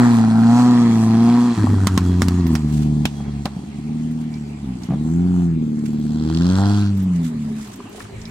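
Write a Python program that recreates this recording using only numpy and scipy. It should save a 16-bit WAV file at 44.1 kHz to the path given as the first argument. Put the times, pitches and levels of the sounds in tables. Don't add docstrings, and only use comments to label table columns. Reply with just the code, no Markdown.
import sys
import numpy as np
from scipy import signal
from scipy.fft import rfft, irfft, next_fast_len
from scipy.io import wavfile
from scipy.ndimage import uniform_filter1d, map_coordinates

SR = 44100
rng = np.random.default_rng(int(sys.argv[2]) if len(sys.argv) > 2 else 0)


def field_ratio(decibels):
    return 10 ** (np.asarray(decibels, dtype=float) / 20)


def unload_audio(sound):
    columns = np.transpose(np.atleast_2d(sound))
    steps = np.round(np.clip(columns, -1, 1) * 32767)
    wavfile.write(sys.argv[1], SR, steps.astype(np.int16))


N = 366030
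STEP = 64


def unit(x):
    return x / np.sqrt(np.mean(x ** 2) + 1e-20)


def along(points, hz):
    f, v = np.transpose(points)
    return np.interp(np.log(hz + 1), np.log(f + 1), v)


def curves(rows):
    s, *cols = np.transpose(rows)
    return [np.interp(np.arange(N) / SR, s, c) for c in cols]


def fine(x):
    return np.interp(np.arange(N), np.arange(len(x)) * STEP, x)


def wobble(rate):
    knots = rng.standard_normal(int(N * rate / SR) + 4)
    return map_coordinates(knots, [np.arange(N) * rate / SR])


def filtered(x, response):
    m = next_fast_len(x.shape[-1] + 8192)
    spectrum = rfft(x, m) * response(np.fft.rfftfreq(m, 1 / SR))
    return irfft(spectrum, m)[..., :x.shape[-1]]


def below(hz, top_hz):
    return 1 / (1 + (hz / top_hz) ** 10)


def bell(hz, centre_hz, width_hz, power):
    return 1 / (1 + (2 * (hz - centre_hz) / width_hz) ** power)


# pitch_hz, likeness (0-1)
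AIR_LIKENESS = [(200, 0.97), (640, 0), (1400, 0), (3000, 0.035), (8000, 0)]


def rush(spectrum, patchy_db, alike=AIR_LIKENESS):
    z = signal.stft(rng.standard_normal((2, N)), nperseg=512)[2]
    patches = uniform_filter1d(rng.standard_normal(z.shape[1:]), size=8, axis=0)
    patches = unit(uniform_filter1d(patches, size=10, axis=1))
    pair = signal.istft(z * field_ratio(patchy_db * patches), nperseg=512)[1][:, :N]

    def mid_side(hz):
        turn = np.arccos(np.clip(along(alike, hz), -1, 1)) / 2
        return field_ratio(along(spectrum, hz)) * [np.cos(turn), np.sin(turn)]

    mid, side = filtered(pair, mid_side)
    return unit(np.array([mid + side, mid - side]))


def add(track, sound, s, pan_db):
    part = track[:, round(s * SR):][:, :sound.shape[-1]]
    part += (sound * field_ratio([[pan_db / 2], [-pan_db / 2]]))[:, :part.shape[1]]


# pitch_hz, level_db (per Hz)
RUMBLE_COLOUR = [(12, -48), (20, -27.5), (101, 10.5), (155, -12.5), (212, 5.5), (349, 9.5), (433, -37),
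                 (600, -16), (780, -49), (1320, -120)]
# time_s, level_db
RUMBLE_LEVEL = [(0, -43), (3.7, -40.5), (7.6, -44), (8.0, -47), (8.3, -52)]


def distant_engines():
    level_db = curves(RUMBLE_LEVEL)[0] + 1.5 * wobble(3.48)
    return field_ratio(level_db) * rush(RUMBLE_COLOUR, patchy_db=3)


# pitch_hz, level_db (per Hz)
FIELD_COLOUR = [(240, -47.5), (400, 4.5), (479, -12.5), (549, -10.5), (821, -9.5), (1450, -17.5),
                (1650, -16.5), (2100, -14.5), (5000, -24.5), (6500, -63), (11000, -120)]
# time_s, level_db
FIELD_LEVEL = [(3.6, -47), (4.5, -46.5), (5.1, -45), (5.9, -49), (7.2, -43.5)]


def open_field():
    level_db = curves(FIELD_LEVEL)[0] + 0.43 * wobble(1.3)
    return field_ratio(level_db) * rush(FIELD_COLOUR, patchy_db=3.0)


# time_s, gain_db
GUST_SWELL = [(6.1, 1), (7.2, -2), (7.55, 4.5), (7.9, 1.5), (8.05, 2.5)]


def gust():
    rise = np.clip((np.arange(N) / SR - 6.1) / .15, 0, 1)
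    level_db = -41 + curves(GUST_SWELL)[0] + 2.5 * wobble(5.3)
    colour = [(15, -16), (35, 4.5), (70, -9), (120, -3), (200, -57.5)]
    return rise * field_ratio(level_db) * rush(colour, patchy_db=2.0)


# pitch_hz, level_db (per Hz)
GRASS_COLOUR = [(530, -31), (900, -16.5), (1370, -3), (1720, -5.5), (4860, -9), (7770, -6.5),
                (16000, -23.5)]
# start_s, length_s, level_db
RUSTLES = [(2.606, 0.33, -43), (3.1, 0.037, -70), (4.094, 0.054, -51), (4.171, 0.1, -53.5),
           (4.8, 0.089, -46.5), (5.828, 0.076, -45.5), (6.91, 0.17, -48.5), (7.125, 0.074, -48.5),
           (7.191, 0.14, -43.5), (7.3, 0.38, -55.5), (7.538, 0.16, -44.5), (7.636, 0.17, -46),
           (7.868, 0.23, -45.5)]


def rustles():
    track = np.zeros((2, N))
    brushing = rush(GRASS_COLOUR, patchy_db=1.5) * field_ratio(3.0 * wobble(150))
    for s, length, db in RUSTLES:
        swell = np.hanning(round(length * SR))
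        add(track, field_ratio(db) * swell * brushing[:, round(s * SR):][:, :len(swell)], s, -2)
    return track


# start_s, level_db (peak), pitch_hz, pan_db (left over right)
CHIRPS = [(2.473, -33.5, 12000, -6), (2.5373, -37.5, 12900, -4), (5.929, -51, 12500, -11),
          (5.995, -56.5, 12500, -20), (6.974, -38, 12200, -3), (7.028, -42, 12600, -15),
          (7.23, -60, 12700, -17), (7.6779, -49.5, 12700, -11.5), (7.758, -46, 13700, -10),
          (7.893, -42, 12500, 2), (8.279, -58, 12100, 25.5)]


def chirps():
    track, t = np.zeros((2, N)), np.arange(SR // 10) / SR
    for s, db, peak_hz, pan_db in CHIRPS:
        def wing(hz):
            upper = .4 * bell(hz, 1.21 * peak_hz, 500, 2)
            return bell(hz, peak_hz, 500, 2) + upper + .1 * (hz > peak_hz)
        noise = rng.standard_normal((2, len(t)))
        add(track, field_ratio(db - 5.0 - 60 * t / .05) * unit(filtered(noise, wing)), s, pan_db)
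    return track


# start_s, level_db (peak), pitch_hz, pan_db (left over right)
KNOCKS = [
    (1.67, -18.5, 925, 4),
    (3.0533, -15.5, 3100, 2.5),
    (3.454, -26.5, 3500, 10),
    (4.889, -36.5, 1000, 9),
    (7.598, -39, 1051, 0),
    (7.696, -38, 900, 4),
    (8.004, -29.5, 1350, 5),
    (8.003, -33, 2095, 4),
    (8.0522, -36, 1240, 7),
]
# start_s, level_db (peak), pitch_hz, pan_db (left over right)
TICKS = [
    (1.504, -34, 3235, -3),
    (4.339, -39, 4660, -6),
    (4.834, -35, 5360, 0),
    (5.791, -45, 6990, -6),
    (8.0015, -42, 5960, 5),
    (8.215, -36.5, 5710, -1),
    (8.2533, -31, 4840, -1),
]


def knocks_and_ticks():
    track, t = np.zeros((2, N)), np.arange(SR // 10) / SR
    snap = (field_ratio(-60 * t / .02) + field_ratio(-14 - 60 * t / .12)) * (1 - np.exp(-t / .0006))
    for s, db, peak_hz, pan_db in KNOCKS + TICKS:
        noise = rng.standard_normal((2, len(t)))
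        body = filtered(noise, lambda hz: bell(hz, peak_hz, .6 * peak_hz, 4))
        add(track, field_ratio(db) * snap * unit(body), s, pan_db)
    return track


# start_s, end_s, pitch_hz, level_db
SQUEALS = [
    (2.02, 2.18, 3320, -48),
    (3.14, 3.25, 3290, -50),
    (3.24, 3.33, 3280, -54),
    (3.33, 3.44, 3280, -62),
    (3.5, 3.75, 3280, -62),
    (4.32, 4.39, 2300, -48),
]


def brake_squeal():
    track = np.zeros((2, N))
    for start, end, hz, db in SQUEALS:
        u = np.arange(round((end - start) * SR)) / SR
        waver = 1.2 * wobble(38.0)[:len(u)]
        tone = np.sin(2 * np.pi * hz * u + waver)
        add(track, field_ratio(db + waver) * np.hanning(len(u)) ** .5 * tone, start, 2)
    return track


# pitch_hz, level_db (per Hz)
INTAKE_COLOUR = [(1900, -35), (2600, -5), (2950, -8), (3300, 1), (3700, -6), (4100, 1), (4700, -2),
                 (5600, -7), (7000, -13), (9000, -38)]
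# start_s, level_db (peak)
PINGS = [(6.2992, -29), (6.3476, -22.5), (6.3722, -21), (6.4206, -29), (6.4555, -25.5), (6.4668, -23),
         (6.5003, -22.5), (6.555, -25), (6.6579, -26), (6.6669, -28), (6.6967, -30.5), (6.748, -28)]


def engine_bay_pings():
    track, t = np.zeros((2, N)), np.arange(SR // 10) / SR
    for s, db in PINGS:
        noise = rng.standard_normal((2, len(t)))
        ping = unit(filtered(noise, lambda hz: field_ratio(along(INTAKE_COLOUR, hz))))
        add(track, field_ratio(db - 60 * t / 0.0096) * ping, s, 0)
    return track


def bark(t, hz, tail_db):
    def pipe(f):
        return (1j * f * 650 / (hz ** 2 - f ** 2 + 1j * f * 650)) ** 2
    ring = field_ratio(-60 * t / .02) * np.sin(2 * np.pi * hz * t)
    tail = unit(filtered(rng.standard_normal(len(t)), pipe))
    return 0.9 * ring + field_ratio(tail_db - 60 * t / 0.089) * tail


# pitch_hz, level_db (per Hz)
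CRACK_COLOUR = [(880, -22), (1500, -3.5), (2990, -8), (5220, -8), (7630, -11), (9700, -17), (10200, -19.5),
                (13000, -21.5), (16300, -35.5)]
# start_s, crack_db (peak), bark_db, thump_db, pan_db (left over right)
BANGS = [
    (1.87, -1, -2.5, -3.5, -6),
    (1.9762, -2, -5.5, 0.5, -0.5),
    (2.2189, -1, -8, -0.5, -0.5),
    (2.2834, -8, -11, 1.5, -2),
    (2.4665, -18, -4, -3.5, -7),
    (2.552, -4, -10.5, -11, -6.5),
    (3.054, -3, -10, -3, -7),
    (3.4556, -12.5, 5.5, 3, -9.5),
]


def backfires():
    track, t = np.zeros((2, N)), np.arange(SR // 5) / SR
    ground_echo = np.roll(field_ratio(-32.0 - 60 * t / 0.0098), 75)
    tail = field_ratio(-13.0 - 60 * t / 0.056) + field_ratio(-42.5 - 60 * t / 2.3)
    burst = field_ratio(-60 * t / 0.0035) + ground_echo + tail
    for s, db, bark_db, thump_db, pan_db in BANGS:
        bark_hz = 1092 if s < 2.4 else 760
        noise = rng.standard_normal((3, len(t)))
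        blast = noise[:2] + 0.84 * noise[2]
        crack = burst * unit(filtered(blast, lambda hz: field_ratio(along(CRACK_COLOUR, hz))))
        thump = field_ratio(thump_db - 60 * t / 0.031) * np.sin(2 * np.pi * 210 * t + 0.35)
        add(track, field_ratio(db - 8.5) * crack, s + 0.00101, pan_db)
        add(track, field_ratio(db) * (field_ratio(bark_db - 7.5) * bark(t, bark_hz, tail_db=-9.0) + thump), s + 0.00049, 0)
    return track


# start_s, level_db (peak), pitch_hz, bark_db, bark_hz
POPS = [(1.581, -9, 201, -12.5, 750), (1.641, -4, 243, -21, 816), (1.699, -10.5, 242, -17, 822.5),
        (1.736, -10.5, 244, -19.5, 820), (3.192, -31, 211, -10, 760), (3.204, -21, 209.6, -7.5, 792),
        (3.246, -30, 152, -8, 765), (3.26, -29, 152, -4, 772), (3.566, -13.5, 183, -26, 606),
        (3.638, -19, 201, -30, 595), (4.888, -12, 179, -19, 676), (4.906, -7, 177, -15, 684),
        (4.921, -10.5, 183, -14, 666), (4.936, -9.5, 185, -12.5, 686), (7.568, -36, 300, -9, 484),
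        (7.803, -32.5, 408, 2.5, 1033), (7.856, -27, 262.6, -10, 706), (7.919, -41, 417, -2, 700),
        (7.948, -35, 432, 3, 644), (7.981, -34, 430, 4.5, 727), (8.097, -36, 410, 3, 789)]


def pipe_pops():
    track, t = np.zeros((2, N)), np.arange(SR // 5) / SR
    for s, db, hz, bark_db, bark_hz in POPS:
        push = field_ratio(-60 * t / 0.076) * np.sin(2 * np.pi * hz * t) * (1 - np.exp(-t / 0.00047))
        add(track, field_ratio(db) * (push + field_ratio(bark_db + 1.0) * bark(t, bark_hz, tail_db=-13.0)), s, 0)
    return track


# time_s, firings_hz
SPEED = [(0, 109.5), (.2, 110.4), (.36, 112.2), (.52, 111.1), (.58, 112.7), (.66, 111.1), (.76, 110.5),
         (.85, 111.3), (1.2, 112), (1.42, 109.9), (1.55, 111.7), (1.63, 102.7), (1.8, 96.62), (2.03, 90),
         (2.4, 88.9), (2.5, 80.5), (2.61, 75.5), (3.03, 75.06), (3.14, 71.8), (3.55, 70.62), (3.72, 71.9),
         (4.6, 72.76), (4.69, 63.5), (4.85, 58.6), (4.95, 73.94), (5.36, 74.75), (5.46, 75.9), (5.7, 75.6),
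         (5.85, 74.2), (6.08, 74.85), (6.22, 77.46), (6.7, 75.2), (7.1, 75.86), (7.25, 75.9), (7.4, 74),
         (7.6, 72.7), (7.75, 65), (7.9, 52.2), (8.3, 52.06)]
# time_s, level_db
EXHAUST_LEVEL = [(0, -11), (1.5, -14.5), (1.6, -19.5), (2.55, -19.5), (3.03, -23), (3.35, -22.5),
                 (3.62, -31.5), (4.6, -29.5), (4.68, -22), (4.875, -38.5), (4.895, -26.5), (5.7, -20),
                 (6.3, -18), (6.55, -17), (7.1, -17), (7.55, -19), (7.7, -29), (8.0, -36.5), (8.15, -40.5),
                 (8.3, -38.5)]
# peak_s, rise_s, fall_s, extra_firings_hz, extra_level_db
BLIPS = [
    (0.0, 0.098, 0.29, 11.5, 2),
    (0.681, 0.37, 0.35, 11.5, 5.5),
    (1.441, .38, .17, 11, 4),
    (4.102, 0.44, 0.48, 6.5, 8.5),
    (5.292, .36, .42, 15.5, 5.5),
    (6.76, 0.57, 0.71, 27, 2),
    (8.3, .14, .2, 5, 4.5),
]
# time_s, loss_db, recovery_s
STUMBLES = [(1.558, 19.5, 0.0086), (1.615, -2.5, 0.01), (1.655, 7.5, 0.01), (1.886, 14, 0.016),
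            (1.992, 10.5, 0.012), (2.235, 2.5, 0.019), (2.3, 6, .015), (2.581, 7.5, 0.08), (2.695, 5, .02),
            (4.585, 2.5, .015), (4.775, 5, 0.011), (3.074, 10, 0.21), (3.47, 7, 0.037), (7.299, 6, 0.094)]
# start_s, end_s, scatter_db (between firings)
OVERRUNS = [
    (1.56, 1.82, 5),
    (1.82, 2.6, 2.6),
    (2.6, 2.73, 2.2),
    (2.73, 3.05, .9),
    (3.05, 3.47, 2),
    (3.47, 3.85, 4),
    (4.35, 4.92, 2.6),
    (7.65, 7.97, 3.5),
    (7.97, 8.3, 1.3),
]


def driving():
    t = np.arange(N) / SR
    hz, level_db = curves(SPEED)[0], curves(EXHAUST_LEVEL)[0]

    def swell(u, rise, fall):
        return np.cos(np.pi / 2 * np.clip(np.where(u < 0, -u / rise, u / fall), 0, 1)) ** 2

    for s, rise, fall, extra_hz, extra_db in BLIPS:
        hz = hz + extra_hz * swell(t - s, rise, fall)
        level_db = level_db + extra_db * swell(t - s + 0.06, rise, fall)
    for s, loss_db, recovery in STUMBLES:
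        level_db = level_db - loss_db * np.exp(-np.abs(t - s) / np.where(t > s, recovery, 0.014))
    steady_db = .8
    overrun, scatter_db = np.zeros(N), np.full(N, steady_db)
    for start, end, lifted_db in OVERRUNS:
        lifted = (t >= start) & (t < end)
        overrun = overrun + lifted
        scatter_db = scatter_db + lifted * (lifted_db - steady_db)
    return (uniform_filter1d(hz, size=2000), uniform_filter1d(level_db, size=700),
            uniform_filter1d(overrun, size=5000), uniform_filter1d(scatter_db, size=2500))


CYLINDERS = [.9, .3, .5, -1.7]
# firings_hz, uneven_db
UNEVEN = [(65, 2.5), (76, 2.6), (86, 1), (100, .8), (111, 2), (122, .9)]


def firings(hz, overrun, scatter_db):
    evened = 1 - .55 * overrun
    blurred = np.where(np.arange(N) < 7.0 * SR, 1, .7)
    uneven_db = along(UNEVEN, hz) * blurred * evened
    turns = np.cumsum(hz) / SR
    firing = turns.astype(int)
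    luck = rng.standard_normal((2, firing[-1] + 1))[:, firing]
    cylinders = np.array(CYLINDERS)
    habit_db = uneven_db * cylinders[firing % len(cylinders)]
    strength = field_ratio(habit_db + scatter_db * luck[0])
    strength = uniform_filter1d(uniform_filter1d(strength, size=170), size=170)
    strength /= np.sqrt(np.abs(uniform_filter1d(strength ** 2, size=4000)))
    hurry = 0.0093 * uneven_db * cylinders[(firing - 1) % len(cylinders)]
    early = uniform_filter1d(.0075 * scatter_db * luck[1] + hurry, size=300)
    return turns, firing, uneven_db, strength, 2 * np.pi * (turns + early)


def gas_puffs(turns, firing, sharp):
    luck = rng.standard_normal(firing[-1] + 1)[firing]
    puff = uniform_filter1d(np.exp(-6.5 * (turns % 1)) * field_ratio(1.7 * luck), size=30)
    return sharp * unit(puff) + 1 - sharp


# pitch_hz, width_hz, level_db
PIPE = [(104, 26.4, 3.5), (149.1, 12, -2), (173.6, 38.2, 1.5), (235, 57, 1), (316.5, 51, -11.5),
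        (344.4, 31, -15.5), (462, 41, -27), (60, 16, -22)]
# time_s, level_db (re the note)
WIDE_OPEN = [(6.25, -61.5), (6.42, -26.5), (6.62, -20.5), (6.76, -37), (6.9, -52)]
# time_s, gain_db
EDGE = [(0, 1.5), (.15, -17.5), (.55, -30.5), (.66, -5.5), (1.45, -4.5), (1.6, 6.5), (3, 4.5), (3.2, -10.5),
        (3.6, -5), (4.0, -18), (4.45, -9), (4.78, -23), (4.95, 3), (5.4, 1), (5.8, -4.5), (6.0, -5.5),
        (6.15, -8.5), (6.3, 8), (6.42, -1.5), (6.52, 1), (6.6, -1.5), (6.68, 5.5), (6.85, -4), (6.95, -23),
        (7.6, -55), (8.3, -33)]
# time_s, gain_db
BASS = [(0, -2.5), (2.4, -2), (2.65, 6.5), (3.4, 4.5), (3.7, -3.5), (4.3, -1.5), (5.55, 4), (5.75, -11.5),
        (6.08, -7.5), (6.3, -3), (6.6, 3), (7.2, -3), (7.6, -15), (7.9, -27), (8.1, -6), (8.3, -10)]
# time_s, pitch_hz, depth_db
NOTCH = [(0, 258, 12), (4.9, 256, 8), (5.1, 250, 5), (5.5, 250, 11), (6.36, 241, 13), (6.6, 250, 4),
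         (7.15, 262, 10)]
# time_s, gain_db
BOOM = [(0, 0), (.3, -8), (.55, -4.5), (.8, -5.5), (1.1, -3.5), (1.5, -8.5), (1.9, -0.5), (2.3, 0.5),
        (2.62, -3.5), (3, -9), (3.5, -1.5), (3.9, -4), (4.4, -5.5), (4.92, 2), (5.3, -7), (5.7, -3.5),
        (6.3, 6), (6.45, -1.5), (6.6, -5.5), (7.1, -5.5), (7.5, -10)]


def order_levels(hz, level_db, overrun):
    wide_open_db, edge_db, bass_db = (curves(rows)[0][::STEP] for rows in (WIDE_OPEN, EDGE, BASS))
    notch_hz, notch_db = (c[::STEP] for c in curves(NOTCH))
    notch_db = notch_db * (1 - overrun[::STEP])
    resonances = PIPE + [(535, 270, wide_open_db)]
    orders_db = []
    for k in range(1, 8):
        f = k * hz[::STEP]
        pipe_db = 10 * np.log10(sum(field_ratio(2 * db) * bell(f, c, w, 2) ** 2 for c, w, db in resonances))
        trim_db = edge_db * (below(f, 444) - below(f, 299.6)) + bass_db * below(f, 179)
        trim_db = trim_db - notch_db * bell(f, notch_hz, 13, 2)
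        orders_db.append(level_db + fine(pipe_db + trim_db))
    orders_db[0] = orders_db[0] + curves(BOOM)[0] + 9.5 * overrun
    return orders_db


def exhaust_note(orders_db, hz, strength, phase):
    note = 0
    for k, db in enumerate(orders_db, 1):
        f = k * hz
        lag = np.arctan2(f * 110, 220 ** 2 - f ** 2) - 2
        follows = min(k / 3.6, 1)
        note = note + field_ratio(db) * strength ** follows * np.cos(k * phase - lag)
    return np.sqrt(2) * note


def pipe_burble(orders_db, uneven_db, overrun, scatter_db):
    stir_db = 2.4 * uneven_db + 7.5 * overrun + 1.1 * scatter_db
    level_db = np.max(orders_db, axis=0) - 26 + stir_db
    return field_ratio(level_db) * rush([(40, -40), (210, 0), (400, -17), (900, -90)], patchy_db=1.5)


# pitch_hz, level_db (per Hz)
RASP_COLOUR = [(400, -4), (480, -6), (570, -14), (710, 0), (820, -2.5), (890, -3), (965, 4.5), (1100, 1.5),
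               (1270, 1), (1750, -4.5), (1900, -3), (2900, -58.5)]
# pitch_hz, likeness (0-1)
RASP_LIKENESS = [(400, .8), (2000, .7)]
# time_s, ring_db, bite_db
TAILPIPE = [(0, 4, 0), (.15, 3.5, -6.5), (.36, 14.5, 8), (.55, 8.5, -1), (.85, -0.5, -9), (1.03, 8, -5),
            (1.3, 9, 0.5), (1.6, -3, -7), (1.8, 4.5, 4), (2.5, 0, -6), (2.8, 8, -2), (5.2, 10.5, 4),
            (6.2, 8, 3.5), (6.38, 2, 0.5), (6.53, 2, 6.5), (6.62, 13.5, 4), (6.84, 4, 10.5),
            (7.05, -7.5, -7)]


def tailpipe_rasp(hz, turns, firing, phase, strength, uneven_db, puff, sharp, clean):
    even = .4 * phase + .6 * 2 * np.pi * turns
    overtones = 0
    for k in range(4, 21):
        f = k * hz[::STEP]
        load_db = 4 * (.8 - sharp[::STEP]) * (k - 16)
        size = field_ratio(along(RASP_COLOUR, f) - load_db) * below(f, 1800)
        drift = field_ratio(1.1 * wobble(4)[::STEP])
        overtones = overtones + fine(size * drift) * np.cos(k * even - 0.1192 * k ** 2)
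    torn = unit(puff * rush(RASP_COLOUR, patchy_db=1.2, alike=RASP_LIKENESS))
    rasp = clean * unit(overtones) * strength ** 1.2 + np.sqrt(1 - clean ** 2) * torn
    loudest = firing % len(CYLINDERS) == 0
    beat = field_ratio(uniform_filter1d(1.8 * 2 * (1 - clean) * uneven_db * loudest, size=200))
    ring_db, bite_db = curves(TAILPIPE)
    ring = filtered(rasp, lambda f: bell(f, 750, 260, 4))
    bite = filtered(rasp, lambda f: bell(f, 1467, 310, 4))
    return rasp + (field_ratio(ring_db) * beat - 1) * ring + (field_ratio(bite_db) - 1) * bite


# pitch_hz, level_db (per Hz)
BAY_COLOUR = [(1300, -43), (1900, 0.5), (2400, 4.5), (2900, -0.5), (4000, -68.5)]
# pitch_hz, likeness (0-1)
BAY_LIKENESS = [(2000, .6), (8000, .35)]
# time_s, gain_db
FACING = [(4.8, -2), (5.1, -10), (5.7, -8), (5.98, 2.5), (6.25, 3), (6.45, 3), (6.64, -1), (6.87, 5.5),
          (7.0, -13)]


def intake_roar(puff, bay_db, roar_db):
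    level_db = -36.5 + 0.63 * roar_db + curves(FACING)[0]
    clatter = field_ratio(bay_db) * rush(BAY_COLOUR, patchy_db=2)
    air = rush(INTAKE_COLOUR, patchy_db=1, alike=BAY_LIKENESS)
    return field_ratio(level_db) * unit((puff + .5) * (air + clatter))


# pitch_hz, level_db (per Hz)
HISS_COLOUR = [(2650, -42), (4500, -32), (5400, -2.5), (7710, 1.5), (11700, -11.5), (15000, -17),
               (16300, -45)]


def tyre_and_bay_hiss(puff, roar_db):
    flutter = field_ratio(1.6 * wobble(22))
    hiss = unit((puff + 1.1) * flutter * rush(HISS_COLOUR, patchy_db=1.5, alike=BAY_LIKENESS))
    return field_ratio(-41.5 + 0.45 * roar_db) * hiss


# time_s, rasp_db
ROAR = [(0, -21.5), (.35, -35.5), (.58, -23), (.85, -26.5), (1.09, -32), (1.29, -27.5), (1.45, -28),
        (1.8, -39), (2.54, -39.5), (2.63, -47), (3.63, -54.5), (4.1, -57), (4.88, -58.5), (5.05, -53),
        (5.22, -47), (5.45, -44.5), (5.56, -66), (5.73, -57), (6.1, -53), (6.38, -35.5), (6.63, -25.5),
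        (6.8, -33.5), (6.95, -54), (8.3, -53.5)]
# time_s, puff sharpness (0-1), bay_db (re the intake), clean rasp share (0-1)
LOAD = [(0, .55, -5, .65), (.4, .55, -5, .75), (.53, .55, -5, .92), (.7, .55, -5, .88), (.85, .55, -5, .78),
        (1.1, .55, -5, .78), (1.25, .55, -5, .93), (1.5, .55, -5, .85), (1.62, .5, -5, .3),
        (2.55, .3, -6, .4), (2.75, .3, -7, .88), (3.05, .3, -8, .85), (3.2, .3, -8, .6), (4.9, .4, -15, .6),
        (5.2, .62, -18, .8), (5.5, .55, -18, .75), (6.1, .5, -18, .6), (6.3, .85, -24, .75),
        (6.5, .78, -24, .975), (6.82, .72, -24, .95), (6.98, .4, -12, .3), (7.2, .3, -8, .1)]
# time_s, lag (samples by which left trails right)
BEARING = [(0, 12), (.7, 6), (1.7, 0), (2.3, 0), (2.8, -10), (4.2, -10), (4.7, -4), (5.2, -14), (6.8, -11),
           (7.2, 5), (8.3, 0)]


def engine():
    hz, level_db, overrun, scatter_db = driving()
    turns, firing, uneven_db, strength, phase = firings(hz, overrun, scatter_db)
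    sharp, bay_db, clean = curves(LOAD)
    puff = gas_puffs(turns, firing, sharp)
    rasp_db = curves(ROAR)[0]
    roar_db = rasp_db + 26

    orders_db = order_levels(hz, level_db, overrun)
    note = exhaust_note(orders_db, hz, strength, phase)
    burble = pipe_burble(orders_db, uneven_db, overrun, scatter_db)
    rasp = tailpipe_rasp(hz, turns, firing, phase, strength, uneven_db, puff, sharp, clean)
    bay = intake_roar(puff, bay_db, roar_db) + tyre_and_bay_hiss(puff, roar_db)

    here, shift = np.arange(N), curves(BEARING)[0] / 2

    def lagged(x, share):
        left = np.interp(here - share * shift, here, x[0])
        return np.array([left, np.interp(here + share * shift, here, x[1])])

    return lagged(note + burble, 1.2) + lagged(field_ratio(rasp_db) * rasp, .45) + lagged(bay, 0.94)


def scene():
    background = distant_engines() + open_field() + gust()
    nearby = rustles() + chirps() + knocks_and_ticks()
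    car = brake_squeal() + engine_bay_pings() + backfires() + pipe_pops() + engine()
    return background + nearby + car


def roll_off(x):
    return signal.sosfilt(signal.butter(12, 16450, fs=SR, output="sos"), x)


# pitch_hz, tilt_db (left over right)
PORT_TILT = [(400, 0), (700, -2), (1300, 0), (4400, -2.5), (8000, 0), (13000, -2)]


def record(dry):
    def ports(hz):
        tilt = field_ratio(along(PORT_TILT, hz) * [[.5], [-.5]])
        return tilt * (hz < 16450) / (1 + (55 / (hz + 1)) ** 3)
    heard = filtered(dry, ports)
    heard = heard / (1 + np.abs(heard) ** 6) ** (1 / 6)
    return roll_off(heard)


dry = scene()
out = record(dry)
unload_audio(out)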